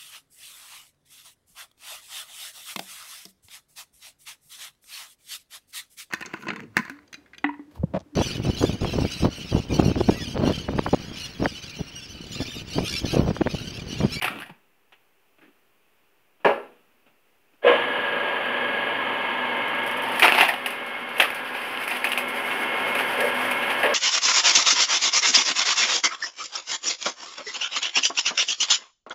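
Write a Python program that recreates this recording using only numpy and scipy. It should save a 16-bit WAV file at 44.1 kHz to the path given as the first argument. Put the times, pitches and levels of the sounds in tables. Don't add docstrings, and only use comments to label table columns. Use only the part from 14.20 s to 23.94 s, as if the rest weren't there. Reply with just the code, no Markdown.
import sys
import numpy as np
from scipy import signal
from scipy.fft import rfft, irfft
from scipy.io import wavfile
from scipy.ndimage import uniform_filter1d

SR = 44100
rng = np.random.default_rng(int(sys.argv[2]) if len(sys.argv) > 2 else 0)


def inscribe(sig):
    pcm = np.round(np.clip(np.atleast_2d(sig).T, -1, 1) * 32767)
    wavfile.write(sys.argv[1], SR, pcm.astype(np.int16))


def invert_db(x):
    u = np.asarray(x, float) / 20
    return 10 ** u


N = 429534
t = np.arange(N) / SR

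# [f/Hz, density/dB per Hz]
WOOD_SPECTRUM = [(59, -47), (100, -48), (176, -19), (374, -5), (451, -10), (621, -6), (736, 2), (1050, -4),
                 (1590, 0), (2600, 3), (4010, -15), (4900, -16.5), (6000, -31), (8000, -60), (19800, -120)]
# [f/Hz, density/dB per Hz]
SPLINTER_SPECTRUM = [(2000, -25), (3500, -5), (4800, 1), (5900, -5.5), (7200, -9), (8500, -1), (10600, 7),
                     (12700, 1), (15200, -4), (16300, -21)]
# [f/Hz, density/dB per Hz]
SHED_SPECTRUM = [(40, -18), (130, -15), (400, -11), (2100, -15.5), (2650, -12), (3900, -26), (8000, -30),
                 (14500, -24)]


def level(x, db):
    return x * invert_db(db) / np.sqrt(np.mean(x ** 2))


def curve(rows):
    s, *columns = np.transpose(rows)
    return [np.interp(t, s, c) for c in columns]


def swell(s, rise, hold, fall):
    return np.interp(t, np.cumsum([s, rise, hold, fall]), [0, 1, 1, 0])


def walk(rate_hz):
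    step = 32
    k, count = int(SR / step / rate_hz), N // step + 2
    stairs = np.repeat(rng.standard_normal(count // k + 1), k)
    coarse = uniform_filter1d(uniform_filter1d(stairs, k), k)[:count]
    return np.interp(np.arange(N) / step, np.arange(count), level(coarse, 0))


def colour(x, spectrum):
    hz, db = np.transpose(spectrum)
    grid_hz = np.linspace(1, SR / 2, 2049)
    log_gain = np.interp(np.log(grid_hz), np.log(hz), db) * np.log(10) / 20
    cepstrum = irfft(log_gain)
    cepstrum[1:2048] *= 2
    cepstrum[2049:] = 0
    response = irfft(np.exp(rfft(cepstrum)))[:2048]
    return signal.fftconvolve(x, response / np.linalg.norm(response))[:len(x)]


def ring(x, hz, width_hz):
    return signal.lfilter(*signal.iirpeak(hz, hz / width_hz, SR), x)


def highpass(x, order, hz):
    return signal.sosfilt(signal.butter(order, hz, "high", fs=SR, output="sos"), x)


def burst(lasts_s, grain_db):
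    age = np.arange(4096) / SR
    chance = rng.standard_normal(len(age)) * invert_db(grain_db * rng.standard_exponential(len(age)))
    return chance * np.exp(-age / np.clip(lasts_s, .0005, .03)) * (1 - np.exp(-age / 0.001))


def rattle(spectrum, t60_s):
    age = np.arange(int(.6 * SR)) / SR
    envelope = 1000 ** (-age / t60_s) * (1 - np.exp(-age / .0015))
    return level(colour(rng.standard_normal(len(age)), spectrum) * envelope, 0)


def strike(body, contact_s):
    age = np.arange(int(.6 * SR)) / SR
    modes = np.zeros(len(age))
    scatter = rng.standard_normal((len(body), 2))
    for (hz, db, t60_s), (a, b) in zip(body, scatter):
        tone = np.sin(2 * np.pi * hz * (1 + 0.0042 * b) * age)
        modes += invert_db(db + 1.5 * a) * tone * 1000 ** (-age / t60_s)
    return signal.fftconvolve(modes, burst(contact_s, 1.5))[:len(age)]


def add(track, s, x, db):
    i = int(s * SR)
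    track[i:i + len(x)] += (x * invert_db(db) / np.abs(x).max())[:N - i]


def motor():
    # [t/s, load 0-1]
    screw_load = [(3.6, 0.05), (4.8, .12), (4.95, .55), (5.7, 0.55), (6.4, 0.7), (6.9, 0.9), (7.15, 0.3),
                  (7.95, 0.8), (8.74, 0.85), (8.78, .35), (8.9, .6), (9.74, 0.4)]
    # [f/Hz, level/dB, change/dB once the cone is buried]
    mesh_lines = [(123.8, -57, 0), (247.6, -46, 1), (371.4, -52, -2), (409, -54, 7), (498, -47, 1),
                  (560, -52, 9), (575, -48, -4), (786, -56, 11), (796.7, -47, -8), (899.0, -39, -7.5),
                  (925.9, -41.5, -10), (1028, -45, -7), (1055, -56, 11), (1257, -49, 0), (1308, -49, -4),
                  (1362, -48, 7), (1416, -51, -2), (1464, -47, 5), (1609, -44, 0), (1634, -38, 1),
                  (1658, -38, -3), (1684, -45, 0), (1717, -45, -3), (1766, -43, 2), (1938, -51, -3),
                  (2070, -45.5, -1), (2177, -39.5, 0), (2589, -50, -4), (2713, -56, 10), (2918, -49, -2),
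                  (3031, -52, -3), (3219, -52, 1)]
    # [f/Hz, level/dB]
    whine_lines = [(4436, -77), (4813, -80), (7101, -83), (9098, -85), (9798, -71), (10874, -80),
                   (11795, -87), (12597, -80)]
    # [f/Hz, width/Hz, level/dB]
    frame_rings = [(237, 10, -26), (532, 17, -1), (830, 52, -10), (1350, 26, -18), (1630, 50, 4.5),
                   (2158, 13, 24), (2570, 73, -31), (2930, 34, -37)]
    # [f/Hz, density/dB per Hz]
    roar_spectrum = [(24, -83), (40, -32), (166, -17.5), (237, -6.5), (306, -8), (400, -9), (492, -9),
                     (688, -6), (1040, -1.5), (1520, -12), (1640, -2), (1890, -8.5), (2120, -7.5),
                     (3150, -7.5), (4500, -42), (5850, -86), (9900, -120)]
    # [f/Hz, density/dB per Hz]
    fan_spectrum = [(2060, -51), (3500, -17), (3920, -11.5), (4570, -6), (5600, -37), (8050, -30),
                    (10100, -14.5), (10300, -16), (15100, -24), (16000, -25)]
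    # [t/s, level/dB, swell/s, fade/s]
    boom_jolts = [(3.46, -39, 0.04, 0.1), (6.05, -30, 0.019, 0.15), (7.01, -32, 0.07, 0.082),
                  (8.99, -31, 0.054, 0.1), (9.05, -27, 0.1, .07), (9.65, -28, 0.033, .08),
                  (9.71, -28.5, .03, .1)]
    shaft_hz, switch_s, inrush_rise_s, log_pressed_s = 24.76, 3.416, 0.056, 4.67
    waver_db, pressed_db, running_db = 1.9, 7, -27
    boom_loose_db, boom_damped_db = -34.5, -40.5

    load = curve(screw_load)[0]
    stall_db = -9 * swell(5.74, 0.22, .02, 0.11)
    buried = swell(6.2, .3, N, N)
    low_whine_db = 2.5 - 8 * load + stall_db
    high_whine_db = -3 + 9 * load + stall_db
    loose_db = pressed_db * (swell(log_pressed_s, .4, N, N) - 1)

    def load_db(hz):
        gain_db = low_whine_db * (1600 < hz < 1800) + high_whine_db * (2000 < hz < 2250)
        return gain_db + loose_db * (780 < hz < 1040)

    drift_s = np.cumsum(1 + 0.0004028 * walk(1.53)) / SR
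    tones = np.zeros(N)
    for hz, db, change_db in mesh_lines + [(*line, 0) for line in whine_lines]:
        gain = invert_db(db + load_db(hz) + change_db * buried + waver_db * walk(6.6))
        turns = hz * drift_s + 0.11 * (1 + hz / 9000) * walk(12) + rng.random()
        tones += gain * np.sin(2 * np.pi * turns)

    roar = level(colour(rng.standard_normal(N), roar_spectrum), -1.24)
    spin_up = swell(switch_s, 0.37, N, N)
    bass = signal.sosfiltfilt(signal.butter(2, 200, fs=SR, output="sos"), roar)
    roar = roar - (1 - spin_up) * bass
    roar *= 1 + 0.075 * np.sin(4 * np.pi * shaft_hz * drift_s)
    fan = level(colour(rng.standard_normal(N), fan_spectrum), -30.5) * invert_db(0.43 * walk(6.8))

    shake = rng.standard_normal(N)
    frame = np.zeros(N)
    for hz, width_hz, db in frame_rings:
        frame += invert_db(db + load_db(hz)) * level(ring(shake, hz, width_hz), 0) * np.sqrt(width_hz)
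    throb = 1 + 0.36 * np.sin(2 * np.pi * shaft_hz * drift_s)
    frame = throb * level(frame, -15.0)

    surge = invert_db(9.5 * swell(switch_s, inrush_rise_s, 0.022, 0.17))
    duck = invert_db(-6.5 * swell(5.95, 0.49, 1.26, 0.85))
    sound = invert_db(running_db) * ((roar + frame) * surge + invert_db(30.0) * tones + fan)

    boom = level(ring(ring(shake, 490, 55) + ring(shake, 566, 37), 550, 230), 0)
    damped = swell(log_pressed_s, 0.16, N, N)
    drone = invert_db(boom_loose_db + (boom_damped_db - boom_loose_db) * damped)
    jolts = np.zeros(N)
    for s, db, rise_s, fall_s in boom_jolts:
        jolts += invert_db(db) * swell(s - rise_s, rise_s, 0.023, fall_s) ** 3
    switched_on = swell(switch_s, inrush_rise_s, N, N) ** 1.45
    return (duck * (sound + drone * boom) + jolts * boom) * switched_on


def cracks():
    # [t/s, peak/dB, ring f/Hz, tearing/s]
    tumble = [(0.0135, -21, 2030, 0.0096), (0.022, -12.5, 2820, 0.0079), (0.031, -16, 1900, 0.0073),
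              (0.043, -9.5, 2400, 0.0066), (0.050, -15.5, 2500, 0.0054), (0.056, -14, 2310, 0.0073),
              (0.066, -17, 1900, 0.0076), (0.079, -13, 1220, 0.01), (0.081, -15, 2900, .004),
              (0.11, -38, 1202, 0.0072), (0.188, -26, 2600, 0.005), (0.202, -29, 2720, 0.0088),
              (0.214, -32, 1500, .003), (0.221, -18.5, 1500, 0.0033), (0.227, -26.5, 1690, 0.01),
              (0.26, -38, 2530, 0.013), (0.298, -34, 830, 0.0067), (0.722, -41, 2750, 0.013),
              (1.211, -47, 1650, .03), (1.24, -49, 1650, .03)]
    # [t/s, peak/dB, ring f/Hz, tearing/s]
    big_splits = [(5.996, -6.5, 1700, 0.0068), (6.022, -2.5, 2250, 0.007), (6.027, -3, 2620, 0.012),
                  (6.034, -4, 1890, 0.0072), (6.042, -2.5, 2570, 0.0074), (6.048, -2.5, 970, 0.0074),
                  (6.055, -1.5, 1140, 0.0081), (6.07, -8, 2440, 0.0066), (6.081, -4, 2540, 0.0033),
                  (6.088, -8, 1780, 0.0095), (6.122, -4, 2480, 0.0031), (6.127, -17, 915, 0.0046),
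                  (6.149, -6.5, 2400, 0.0071), (6.177, -10, 2460, 0.0051), (6.18, -6.5, 880, 0.007),
                  (6.187, -2, 2300, 0.0023), (6.192, -13, 2520, 0.0026), (6.202, -6, 2480, 0.0024),
                  (6.209, 0, 2480, 0.0072), (6.218, -9.5, 2690, 0.01), (6.226, -6, 850, 0.015),
                  (6.248, -10, 2470, 0.012), (6.281, -12.5, 820, 0.024), (6.288, -5, 1800, 0.0059),
                  (6.299, -14, 1900, 0.0064), (6.338, -13.5, 2780, 0.0051), (6.999, -1, 3060, 0.0085),
                  (7.004, -3.5, 2400, 0.0047), (7.011, -9.5, 2470, 0.021), (7.022, -2, 1770, 0.0057),
                  (7.04, -12.5, 1130, 0.015)]
    # [t/s, peak/dB, ring f/Hz, tearing/s]
    small_cracks = [(6.460, -11.5, 2560, 0.0058), (6.467, -17, 1750, 0.0069), (6.5028, -20.5, 2610, 0.033),
                    (6.9661, -20, 2570, 0.033), (7.1034, -14.5, 2480, 0.0025), (7.55, -24, 2240, 0.0033),
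                    (7.574, -15, 2770, 0.0026), (7.585, -22, 1800, 0.0028), (7.637, -21, 2800, 0.0056),
                    (7.348, -17, 2530, 0.0052), (7.6787, -12, 2640, 0.0026), (7.71, -15.5, 2570, 0.013),
                    (7.7602, -20, 2840, 0.01), (7.8431, -5.5, 1740, 0.0034), (7.847, -9.5, 2490, 0.0088),
                    (7.87, -14, 2720, 0.0051), (7.918, -11.5, 2920, 0.0059), (7.933, -13, 2630, 0.0031),
                    (7.9755, -10, 2460, 0.0047), (7.986, -17, 2530, 0.0075), (8.008, -23, 2550, .006),
                    (8.31, -19, 2700, 0.02), (8.7522, -12.5, 2580, 0.0083), (8.7884, -13.5, 2720, 0.015),
                    (8.82, -32, 2770, 0.013), (9.0026, -12.5, 1690, 0.0099), (9.3148, -14.5, 2350, 0.0074),
                    (9.421, -18, 2800, 0.031), (9.501, -16, 2550, .01), (9.6302, -9, 1780, 0.032),
                    (9.6578, -13.5, 2760, 0.013), (9.69, -17, 1100, 0.029), (9.7194, -20, 1570, 0.011)]
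    splinters_db, body_db, first_fibre_db = -21, -1.5, -2
    snap_s, clean_break_s = 0.044, .004

    out = np.zeros(N)
    snap = colour(1. * (np.arange(512) == 8), WOOD_SPECTRUM)
    # events, ring/dB, ring Q
    for events, ring_db, sharp in ((tumble + big_splits, 1, 5), (small_cracks, 4.5, 7)):
        for s, db, hz, lasts_s in events:
            rush = burst(lasts_s, 2.2)
            add(out, s, colour(rush, SPLINTER_SPECTRUM), db + splinters_db)
            rush[8:19] += snap_s / lasts_s * np.hanning(11) / 3
            body = level(colour(rush, WOOD_SPECTRUM), 0)
            body += level(ring(ring(rush, hz, hz / sharp), hz, hz / 2), ring_db)
            add(out, s, body, db + body_db)
            fibre = (snap + 2 * ring(snap, hz, hz / 2)) * rng.choice([-1, 1])
            clean_db = 20 * np.log10(min(1, clean_break_s / lasts_s))
            add(out, s, fibre, db + first_fibre_db + clean_db)
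    return out


def fibres():
    # [t/s, peak/dB]
    bark_chips = [(0.0215, -15.5), (0.046, -16), (0.0782, -41), (0.1176, -50), (0.1725, -50), (0.188, -38),
                  (0.2004, -30), (0.261, -40.5)]
    # [t/s, peak/dB]
    bite_snaps = [(4.255, -39), (4.67, -38), (5.3682, -34), (5.4784, -31.5), (5.5473, -33), (5.5842, -33),
                  (5.6321, -31), (5.6625, -27), (5.6755, -25), (5.7104, -25), (5.7688, -28), (5.82, -26),
                  (5.8335, -25), (5.8845, -35)]
    # [t/s, peak/dB]
    ticks = [(5.8844, -28), (5.9193, -24), (5.9582, -24), (5.9792, -24), (5.995, -12), (6.021, -12),
             (6.0989, -26), (6.1493, -28), (6.1762, -26), (6.2086, -14), (6.2823, -18), (6.4603, -14.5),
             (6.5045, -23), (6.9649, -37.5), (6.9819, -20), (7.0012, -10), (7.1026, -25), (7.146, -24),
             (7.636, -23), (7.6773, -19), (7.7675, -21), (7.844, -12), (7.8898, -21), (7.918, -14.5),
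             (7.9777, -12.5), (8.7506, -20), (8.7843, -23), (9.005, -15), (9.311, -16), (9.6299, -22),
             (6.6628, -32), (6.8902, -31), (7.2459, -35), (7.703, -21), (8.083, -21.5), (9.0444, -24),
                  (9.1441, -28), (9.4694, -28), (9.6694, -35), (9.7213, -43.5)]
    # [t/s, level/dB]
    tearing = [(5.2, -70), (5.6, -70), (6.0, -48), (6.2, -38), (6.32, -54), (6.75, -60.5), (7.1, -54.5),
               (7.5, -51.5), (7.85, -47), (8.05, -53.5), (8.3, -47.5), (8.6, -49.5), (8.8, -46.5),
               (8.9, -46), (9.05, -47.5), (9.25, -48), (9.5, -47), (9.74, -51.5)]
    creak_hz, creak_width_hz = 2750, 600

    out = np.zeros(N)
    for s, db in bark_chips + bite_snaps + ticks:
        add(out, s, colour(burst(0.0015, 1.4), SPLINTER_SPECTRUM), db - 10)
        add(out, s, colour(burst(0.016, 0.59), SPLINTER_SPECTRUM), db - 12)

    sizes_db = 2.7 * np.minimum(rng.standard_exponential(N), 6) + 2.2 * walk(40)
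    grains = rng.standard_normal(N) * invert_db(sizes_db)
    spray = level(colour(np.roll(grains, 90), SPLINTER_SPECTRUM), 0)
    gives_way = 1 + 0.3 * swell(6.01, 0.017, 0.26, .08)
    body = level(colour(grains, WOOD_SPECTRUM), 15.5) * gives_way
    creak = ring(ring(grains, creak_hz, creak_width_hz), creak_hz, 2 * creak_width_hz)
    creak = level(creak, 8) * swell(7.4, 0.74, N, N)
    strain = invert_db(curve(tearing)[0]) * (t >= tearing[0][0])
    return out + (spray + body + creak) * strain


def table():
    # [f/Hz, level/dB, t60/s]
    table_modes = [(248, -22, 0.56), (345, -13, 0.45), (415, -12, 0.3), (484, -10, 0.42), (560, -1, 0.2),
                   (624, -7, 0.3), (824, -4, 0.22), (931, -12, 0.26), (1335, -16, 0.28), (1642, -16, 0.18),
                   (2288, -17, 0.19), (2600, -25, 0.55), (3100, -27, 0.15), (4156, -42, 0.2),
                   (5265, -38, 0.13)]
    # [t/s, peak/dB, rattle t60/s, ring/dB]
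    blows = [
        (2.246, -3.5, 0.31, -3.5),
        (2.301, -21, 0.14, -5),
        (9.636, -12.5, 0.23, -15),
    ]
    # [f/Hz, density/dB per Hz]
    knock_spectrum = [(35, -68.5), (60, -67), (170, -45.5), (240, -9), (308, -11), (417, 4), (515, -8),
                      (566, 3.5), (749, -6.5), (822, -1), (1510, -13), (1660, -4), (1910, -16),
                      (2770, -14.5), (3150, -23), (3500, -33.5), (4300, -36.5), (6000, -52), (16000, -75.5)]
    # [t/s, peak/dB, t60/s]
    scuffs = [(0.1, -24.5, 0.51), (0.155, -31, 0.21), (0.294, -31.5, 0.049), (1.183, -49.5, 0.1),
              (1.216, -45, 0.3), (1.247, -52.5, 0.11), (1.279, -49, 0.058), (2.201, -50, 0.5),
              (2.421, -47, 1), (2.862, -47.5, 0.21), (3.334, -54, 0.098)]
    # [f/Hz, density/dB per Hz]
    ground_spectrum = [(29, -46), (50, 1.5), (260, 0.5), (507, -9), (615, -7), (765, -7.5), (927, -10.5),
                       (1330, -7.5), (2060, -17), (2620, -6), (5150, -38), (10600, -39), (16000, -37)]
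    # [f/Hz, level/dB, t60/s]
    housing_modes = [(484, 6, 0.2), (549, 0, 0.16), (624, 1, 0.16), (678, -1, 0.25), (1020, -10, 0.12)]
    # [t/s, peak/dB]
    rotor_jolts = [(3.424, -33), (3.436, -25), (3.445, -9), (3.466, -9), (3.495, -13), (3.52, -15),
                   (3.545, -21)]

    out = np.zeros(N)
    for s, db, t60_s, ring_db in blows:
        add(out, s, rattle(knock_spectrum, t60_s) + level(strike(table_modes, 0.045), ring_db), db)
        add(out, s, rattle(SPLINTER_SPECTRUM, 0.61), db - 43)
    for s, db, t60_s in scuffs:
        add(out, s, rattle(ground_spectrum, t60_s), db)
    for s, db in rotor_jolts:
        add(out, s, ring(ring(strike(housing_modes, 0.004), 580, 260), 560, 320), db)
    return out


def boards():
    # [t/s, peak/dB, f/Hz, t60/s]
    thumps = [(0.005, -39, 125, 0.49), (0.2, -49, 133, 0.28), (0.297, -42, 160, 0.046),
              (1.222, -50, 297, 0.2), (1.275, -52, 318, 0.1), (2.28, -50, 111, .4)]
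    out = np.zeros(N)
    for s, db, hz, t60_s in thumps:
        add(out, s, ring(ring(rattle(SHED_SPECTRUM, t60_s), hz, hz / 4), hz, hz / 2), db)
    return out


def echo(hits):
    t60_s, wet_db = .33, -10
    age = t[:SR // 2]
    tail = rng.standard_normal(len(age)) * 1000 ** (-age / t60_s) * (age > .004)
    return invert_db(wet_db) * signal.fftconvolve(hits, tail / np.linalg.norm(tail))[:N]


def shed_floor():
    air = level(colour(rng.standard_normal(N), SHED_SPECTRUM) * invert_db(0.5 * walk(6.9)), -66)
    return air + level(ring(rng.standard_normal(N), 402, 25), -79)


def scene():
    hits = table() + cracks() + fibres()
    heard = highpass(hits + echo(hits), 4, 190)
    steady = highpass(motor() + boards(), 2, 90)
    return (heard + steady + shed_floor())[None]


def roll_off(x):
    return signal.sosfilt(signal.butter(12, 16480, fs=SR, output="sos"), x)


def record(dry):
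    ceiling, offset, top_hz = .93, -0.0005, 15740
    rounded = dry / (1 + (dry / ceiling) ** 6) ** (1 / 6)
    rounded = highpass(rounded, 2, 60) + offset
    mix = signal.sosfilt(signal.ellip(14, .3, 60, top_hz, fs=SR, output="sos"), rounded)
    return roll_off(mix)


dry = scene()
out = record(dry)
inscribe(out)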